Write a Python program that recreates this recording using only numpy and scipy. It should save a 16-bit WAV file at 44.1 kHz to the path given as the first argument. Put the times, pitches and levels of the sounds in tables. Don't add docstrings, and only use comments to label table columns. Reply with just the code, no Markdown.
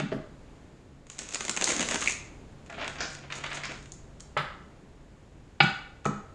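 import sys
import numpy as np
from scipy import signal
from scipy.fft import rfft, irfft
from scipy.io import wavfile
from scipy.ndimage import map_coordinates

SR = 44100
rng = np.random.default_rng(int(sys.argv[2]) if len(sys.argv) > 2 else 0)


def bounce(signal):
    frames = np.transpose(np.atleast_2d(signal))
    limited = np.clip(frames, -1, 1)
    pcm = np.round(limited * 32767).astype(np.int16)
    wavfile.write(sys.argv[1], SR, pcm)


def volts_from_db(level):
    exponent = np.asarray(level, float) / 20
    return 10 ** exponent


N = 279726

# pitch_hz, relative level_db per hertz
AIR_COLOUR = [(12, -46), (20, -1), (66, 0), (113, -5), (152, -6.5), (174, -6.5), (222, -9), (275, -8.5),
              (729, -19), (1120, -23), (1220, -25), (1780, -26.5), (6010, -38.5), (6880, -34),
              (11100, -52.5), (11600, -55), (12800, -65.5), (16700, -100), (22000, -120)]
# start_s, relative tick level_db, flap over the tick_db
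EDGE_SNAPS = [(.0005, -28.5, 7.5), (.008, -43, 15), (0.1177, -51, 21.5), (1.0682, -43, -1),
              (1.0998, -27, -6), (1.1844, -30, -6), (1.1898, -17.5, -12.5), (1.196, -29, 0),
              (1.256, -41, -2), (1.289, -26.5, -7.5), (1.3075, -31, -10), (1.323, -30.5, -1),
              (1.3458, -12.5, -10.5), (1.3561, -23, 2), (1.4073, -20.5, 3), (1.451, -18, -9),
              (1.4815, -21, -1), (1.4952, -10, -6.5), (1.565, -17, -5.5), (1.5731, -16, 0),
              (1.612, -14, -2.5), (1.6225, -14, 1.5), (1.642, -4.5, -27), (1.6748, -24.5, 9),
              (1.6912, -13, -6), (1.6963, -20.5, -26), (1.704, -17.5, 3), (1.7191, -14.5, -5),
              (1.765, -14, -8.5), (1.795, -16.5, 0), (1.8065, -14, -6.5), (1.811, -19.5, -3.5),
              (1.816, -18.5, 0), (1.8273, -17, -1.5), (1.8875, -14, -4.5), (1.911, -16, -1),
              (1.9214, -27.5, 12.5), (1.9446, -14.5, -5), (1.9576, -16.5, 2), (2.008, -19, -15),
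              (2.012, -24, -14), (2.016, -16, -10), (2.02, -31, 10), (2.0242, -24, 7.5), (2.03, -31, 9),
              (2.0599, -24, 7), (2.0774, -18.5, -14), (2.097, -31, 11.5), (2.108, -18, -36),
              (2.7013, -37, 2), (2.7267, -40, 7.5), (2.815, -47, 11), (2.845, -36, 13), (2.8785, -22.5, 3),
              (2.9567, -39.5, 8.5), (3.0058, -29.5, 3), (3.036, -34, 0), (3.303, -42, 8), (3.313, -47, 8),
              (3.323, -32, 12), (3.3262, -35.5, 11), (3.4395, -29.5, 4), (3.4424, -34, 13.5),
              (3.464, -34.5, 12), (3.504, -36, -1), (3.5155, -49, 13.5), (3.531, -28.5, -3),
              (3.571, -38, 14.5), (3.616, -42, 9), (3.635, -35, 9), (3.641, -37, 13), (3.6538, -27.5, 2),
              (3.684, -43, 3), (3.697, -42, 5), (3.71, -39, -1), (3.719, -32, 2), (3.827, -40, -7),
              (3.858, -40.5, 2.5), (3.92, -24.5, -40), (4.199, -41, -5), (4.2052, -26.5, -18),
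              (4.3742, -31.5, -5), (5.605, -35, -37), (6.046, -41, 6), (6.0549, -23.5, -24),
              (6.0605, -39, -12), (6.069, -30, -14)]
# pitch_hz, relative level_db per hertz
TICK_COLOUR = [(1500, -63.5), (2500, -24), (3500, -11), (5000, -10.5), (6000, -4.5), (6800, 1.9),
               (7600, -4), (9000, -13.5), (11000, -31.5), (13000, -53), (15000, -69)]
FLAP_COLOUR = [(200, -47.5), (500, -12), (1000, 0), (1600, 1.5), (2400, 4), (3500, -3.5), (5000, -13.5),
               (7000, -48.5), (12000, -91)]
PUFF_COLOUR = [(50, -29), (100, -22), (200, 0), (280, -0.5), (450, -3), (700, -4), (1200, -33.5),
               (5000, -88.5)]
# start_s, relative slap level_db, swish over the slap_db, thud over the slap_db, time to fade by 60 dB_s
PACKET_SLAPS = [(.0005, -25, -21, -32, 0.14), (2.696, -29.5, -31, 0, 0.056), (2.778, -40.5, -20, 15, 0.036),
                (2.798, -25.5, -13, -7, .16), (2.811, -21, -16, -6, 0.091), (2.983, -26, -7, -8.5, 0.14),
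                (3.0048, -19, 3, -6.5, 0.058), (3.019, -30.5, 4.5, -18, 0.11),
                (3.3003, -24, -25, -18, 0.22), (3.3243, -33, 0, -4, 0.064),
                (3.4364, -19.5, -16, -11, 0.067), (3.4546, -23.5, -21, -40, 0.08),
                (3.5131, -21.5, -31, -33, 0.079), (3.5689, -24.5, -17, -7, 0.072),
                (3.6349, -20, -5, -40, 0.16)]
# pitch_hz, relative level_db per hertz
SWISH_COLOUR = [(1000, -43), (2500, -21), (4300, 2), (5200, 8), (6000, 5), (7200, 0), (8500, -28),
                (11000, -53), (13000, -65)]
THUD_COLOUR = [(100, -26), (250, -21), (450, -22), (630, 1.5), (800, -6.5), (1100, -14.5), (1600, -6),
               (5000, -79)]
# start_s, relative clack level_db,
# clack fade by 60 dB_s, relative table level_db, relative boom level_db, centre of the blow's colour_hz
FLAT_KNOCKS = [(.0005, -26.5, 0.024, -24, -26.5, 490), (0.1192, -36, 0.083, -27, -28, 448),
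               (0.1248, -33.5, 0.058, -24, -52, 444), (6.0538, -32, 0.019, -25.5, -26, 833),
               (6.06, -26, 0.024, -24, -31.5, 385)]
EDGE_KNOCKS = [(4.3665, -27, 0.08, -24.5, -35, 1390), (4.369, -28, 0.15, -23, -46, 1460),
               (4.374, -28.5, 0.14, -33, -48, 2300), (5.603, -22.5, 0.018, -26, -44, 2010),
               (5.6041, -15.5, 0.074, -43, -24, 2170)]
# pitch_hz, relative level_db, time to fade by 60 dB_s
WOOD_TONES = [(391, 8, 0.015), (627.4, -1.5, 0.057), (800, -1.5, 0.044), (980, -4, 0.031),
              (1300, 16, 0.027), (1840, -5, 0.0063), (2300, 0, 0.02)]
# pitch_hz, relative level_db, time to fade by 60 dB_s
BOOM_TONES = [(79, -11, 0.38), (149, 6, 0.13), (206, 0, 0.19), (271.3, -12, 0.55)]
# pitch_hz, relative level_db
PAPER_COLOUR = [(5000, 0), (6000, -7), (9000, -12), (11000, -28), (13000, -50)]
# delay_s, typical level_db
NEAR_ECHOES = [(.0042, -41), (.0072, -14.5), (.017, -9), (0.03, -25.5)]
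# pitch_hz, time to fade by 60 dB_s
WALL_FADES = [(150, 0.26), (700, 0.57), (2300, 0.55), (7000, 0.47), (12000, 0.18)]
# pitch_hz, relative level_db
WALL_COLOUR = [(150, 2.4), (750, -2), (1500, 3), (2400, -4), (3500, 0.1), (7000, 1.48)]
# time_s, pressure as relative scrape level_db, edge hiss over the scrape_db
RIFFLE_RUB = [(1.05, -85, -8), (1.12, -64, 8), (1.175, -59, -2), (1.21, -51, 1), (1.264, -57, 1),
              (1.33, -51, 5.5), (1.498, -49, 0), (1.6, -51, -3), (1.66, -41.5, 5.5), (1.758, -38, 0),
              (1.814, -40, -2), (1.87, -46, 4.5), (1.938, -40.5, 0), (2.006, -50, 5), (2.076, -44.5, 11),
              (2.2, -62.5, 10)]
PUSH_RUB = [(2.66, -63, -2), (2.71, -68, -9), (2.744, -47.5, -20), (2.85, -43.5, -19), (2.94, -56, -6),
            (2.998, -45.5, -27), (3.105, -53.5, 4), (3.15, -56.5, 2.5), (3.2, -61, -10), (3.25, -49.5, -20),
            (3.29, -57, -22), (3.31, -51, -15), (3.356, -51, 5), (3.42, -51, -12), (3.522, -53, -5),
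            (3.56, -46.5, 5), (3.61, -57, -9), (3.7, -43.5, -20), (3.798, -60, -2), (3.9, -73, 9)]
# time_s, relative scrape-coloured level_db, hiss over that_db
ECHO_HISS = [(5.612, -80, 13), (5.63, -64, 18), (5.7, -73, 14.5), (5.798, -89, 18)]
# start_s, level_db
SHUT_CLAP = [(2.074, -9), (2.0812, -17)]
# pitch_hz, relative level_db
DECK_TONES = [(340, -13), (800, -1), (1230, -9), (1455, -1), (2280, 2), (2620, -5), (2870, -3), (3440, -9),
              (3900, -7), (4250, -9), (4850, -15)]


def unit(x):
    return x / np.sqrt(np.mean(x ** 2) + 1e-20)


def along(points, hz):
    point_hz, value = np.transpose(points)
    return np.interp(np.log(hz + 1), np.log(point_hz + 1), value)


def curves(rows):
    time_s, *columns = np.transpose(rows)
    now_s = np.arange(N) / SR
    return [np.interp(now_s, time_s, column, left=-120, right=-120) for column in columns]


def wobble(rate):
    points = rng.standard_normal(int(N * rate / SR) + 4)
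    return map_coordinates(points, [np.arange(N) * rate / SR])


def coloured(x, spectrum):
    size = 4096
    level_db = along(spectrum, np.fft.rfftfreq(size, 1 / SR))
    cepstrum = irfft(np.log(volts_from_db(level_db) + 1e-6), size)
    cepstrum[1:size // 2] *= 2
    cepstrum[size // 2 + 1:] = 0
    pulse = irfft(np.exp(rfft(cepstrum)), size)
    return signal.fftconvolve(x, pulse / np.linalg.norm(pulse))[:len(x)]


def add(track, start_s, sound):
    part = track[max(round(start_s * SR), 0):][:len(sound)]
    part += sound[:len(part)]


def air():
    hiss_db = -50 + 1.2 * wobble(1.9)
    hiss = volts_from_db(hiss_db) * unit(coloured(rng.standard_normal(N), AIR_COLOUR))
    hum_hz = 142 + 1.56 * wobble(12)
    phase = 2 * np.pi * np.cumsum(hum_hz) / SR
    swell_middle_s, swell_half_width_s = 3.45, 0.47
    swell = volts_from_db(-51) * np.exp(-((np.arange(N) / SR - swell_middle_s) / swell_half_width_s) ** 2)
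    hum = (swell + volts_from_db(-59.5)) * volts_from_db(1.2 * wobble(15)) * np.sin(phase)
    return hiss + hum


def crackle(t, t60, rise, colour, click=0, lumpy_db=0):
    lumps_db = lumpy_db * np.repeat(rng.standard_normal(len(t) // 88 + 1), 88)[:len(t)]
    fade = volts_from_db(-60 * t / t60)
    burst = volts_from_db(lumps_db) * rng.standard_normal(len(t)) * fade * (1 - np.exp(-t / rise))
    burst[1] += click
    burst = coloured(burst, colour)
    return burst / np.abs(burst).max()


def snaps():
    track, t = np.zeros(N), np.arange(SR // 10) / SR
    pressure_db = np.maximum(curves(RIFFLE_RUB)[0], curves(PUSH_RUB)[0])
    for start_s, tick_db, flap_db in EDGE_SNAPS:
        tick = crackle(t, 0.021, 0.0001, TICK_COLOUR, click=6.73)
        flap = volts_from_db(flap_db) * crackle(t, 0.027, 0.00035, FLAP_COLOUR, click=5.8)
        puff_db = min(flap_db, 0) / 2 + 21.5 + 0.74 * pressure_db[round(start_s * SR)]
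        puff = volts_from_db(puff_db) * crackle(t, 0.044, 0.00059, PUFF_COLOUR, click=6.6)
        add(track, start_s, volts_from_db(tick_db - 2.5) * (tick + flap + puff))
    return track


def slaps():
    track, t = np.zeros(N), np.arange(SR // 3) / SR
    for start_s, slap_db, swish_db, thud_db, t60 in PACKET_SLAPS:
        slap = crackle(t, t60, 0.0016, FLAP_COLOUR, lumpy_db=3.0)
        swish = volts_from_db(swish_db) * crackle(t, t60, 0.00051, SWISH_COLOUR, lumpy_db=5.5)
        thud = volts_from_db(thud_db) * crackle(t, t60, 0.0061, THUD_COLOUR)
        add(track, start_s, volts_from_db(slap_db - 6.5) * (slap + swish + thud))
    return track


def ring(tones, t, centre_hz, octaves, envelope):
    hz, db, t60 = np.transpose(tones)[:, :, None]
    distance_octaves = np.log2(hz / centre_hz)
    share = np.exp(-0.5 * (distance_octaves / np.clip(octaves, 0.1, 4)) ** 2)
    level_chance, phase_chance = rng.standard_normal((2, len(tones), 1))
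    strength = volts_from_db(db + 1.2 * level_chance - 60 * t / t60)
    waves = strength * np.sin(2 * np.pi * (hz * t + 0.15 * phase_chance))
    return envelope * np.sum(share * waves, 0) / np.linalg.norm(share)


def clack(t, db, centre_hz, octaves, t60):
    bell = [(centre_hz * 2 ** (k * octaves), -4.3 * k * k) for k in range(-5, 6)]
    return volts_from_db(db) * crackle(t, t60, 0.00013, bell, click=3.9)


def knocks():
    flat, edge = (1.42, 1, 228), (0.62, 0.45, 143)
    track, t = np.zeros(N), np.arange(SR // 2) / SR
    sharp = 1 - np.exp(-t / 0.0014)
    swelling = np.exp(-((t - 0.04) / 0.011) ** 2) + 0.3 * (1 - np.exp(-t / 0.013))
    blows = [(*row, *flat) for row in FLAT_KNOCKS] + [(*row, *edge) for row in EDGE_KNOCKS]
    for start_s, clack_db, t60, table_db, boom_db, centre_hz, octaves, ring_ratio, boom_hz in blows:
        wood = volts_from_db(table_db) * ring(WOOD_TONES, t, ring_ratio * centre_hz, 0.49, sharp)
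        boom = volts_from_db(boom_db + 6.5) * ring(BOOM_TONES, t, boom_hz, 0.53, swelling)
        add(track, start_s, wood + boom + clack(t, clack_db, centre_hz, octaves, t60))
    return coloured(track, PAPER_COLOUR)


def walls(x):
    out, step = np.zeros(N), SR // 8
    for start in range(0, N, step):
        hz, t, noise = signal.stft(rng.standard_normal(SR // 2), SR, nperseg=256)
        fade = volts_from_db(-60 * t / along(WALL_FADES, hz)[:, None])
        tail = signal.istft(noise * fade, SR, nperseg=256)[1]
        tail *= 1 - np.exp(-np.arange(len(tail)) / SR / 0.006)
        tail /= np.linalg.norm(tail)
        for delay_s, db in NEAR_ECHOES:
            tail[round(delay_s * SR)] += volts_from_db(db + rng.normal())
        add(out, start / SR, signal.fftconvolve(x[start:start + step], tail))
    return coloured(out, WALL_COLOUR)


def rubbing_and_echo_hiss():
    catch_db = 3 * np.minimum(rng.exponential(size=N), 2)
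    happens = rng.random(N) < 1500 / SR
    catches = happens * rng.standard_normal(N) * volts_from_db(catch_db)
    clumps = volts_from_db(2.2 * wobble(120) + 1.2 * wobble(18))
    rub = clumps * (unit(catches) + 0.8 * rng.standard_normal(N))
    scrape, hiss, drag = [unit(coloured(rub, c)) for c in (FLAP_COLOUR, TICK_COLOUR, PUFF_COLOUR)]
    track = np.zeros(N)
    for rows in (RIFFLE_RUB, PUSH_RUB, ECHO_HISS):
        scrape_db, hiss_db = curves(rows)
        track += volts_from_db(scrape_db) * (scrape + volts_from_db(hiss_db) * hiss + volts_from_db(-2) * drag)
    return track


def shut_clap():
    track, t = np.zeros(N), np.arange(SR // 10) / SR
    for start_s, db in SHUT_CLAP:
        add(track, start_s, clack(t, db, centre_hz=2320, octaves=0.17, t60=0.002))
    return track


def deck():
    track, t = np.zeros(N), np.arange(SR // 10) / SR
    tones = [(hz, db, 0.018 + 60 / hz) for hz, db in DECK_TONES]
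    rise_s, held_s = 0.0015, 0.013
    envelope = (1 - np.exp(-(t / rise_s) ** 2)) * np.exp(-(t / held_s) ** 4)
    add(track, 5.6032, volts_from_db(-5) * ring(tones, t, 2000, 4, envelope))
    return coloured(track, PAPER_COLOUR)


def scene():
    edges, packets, blows = snaps(), slaps(), knocks()
    rubbing, clap, ringing = rubbing_and_echo_hiss(), shut_clap(), deck()
    to_walls = volts_from_db(-6.5) * edges + volts_from_db(-0.5) * packets + volts_from_db(-4.5) * blows
    to_walls += volts_from_db(-10.0) * rubbing + volts_from_db(-6.0) * clap + volts_from_db(-6.5) * ringing
    direct = edges + packets + blows + rubbing + clap + ringing
    return (direct + walls(to_walls) + air())[None]


def roll_off(x):
    return signal.sosfilt(signal.butter(12, 12960, fs=SR, output="sos"), x)


def record(dry):
    return roll_off(dry)


dry = scene()
out = record(dry)
bounce(out)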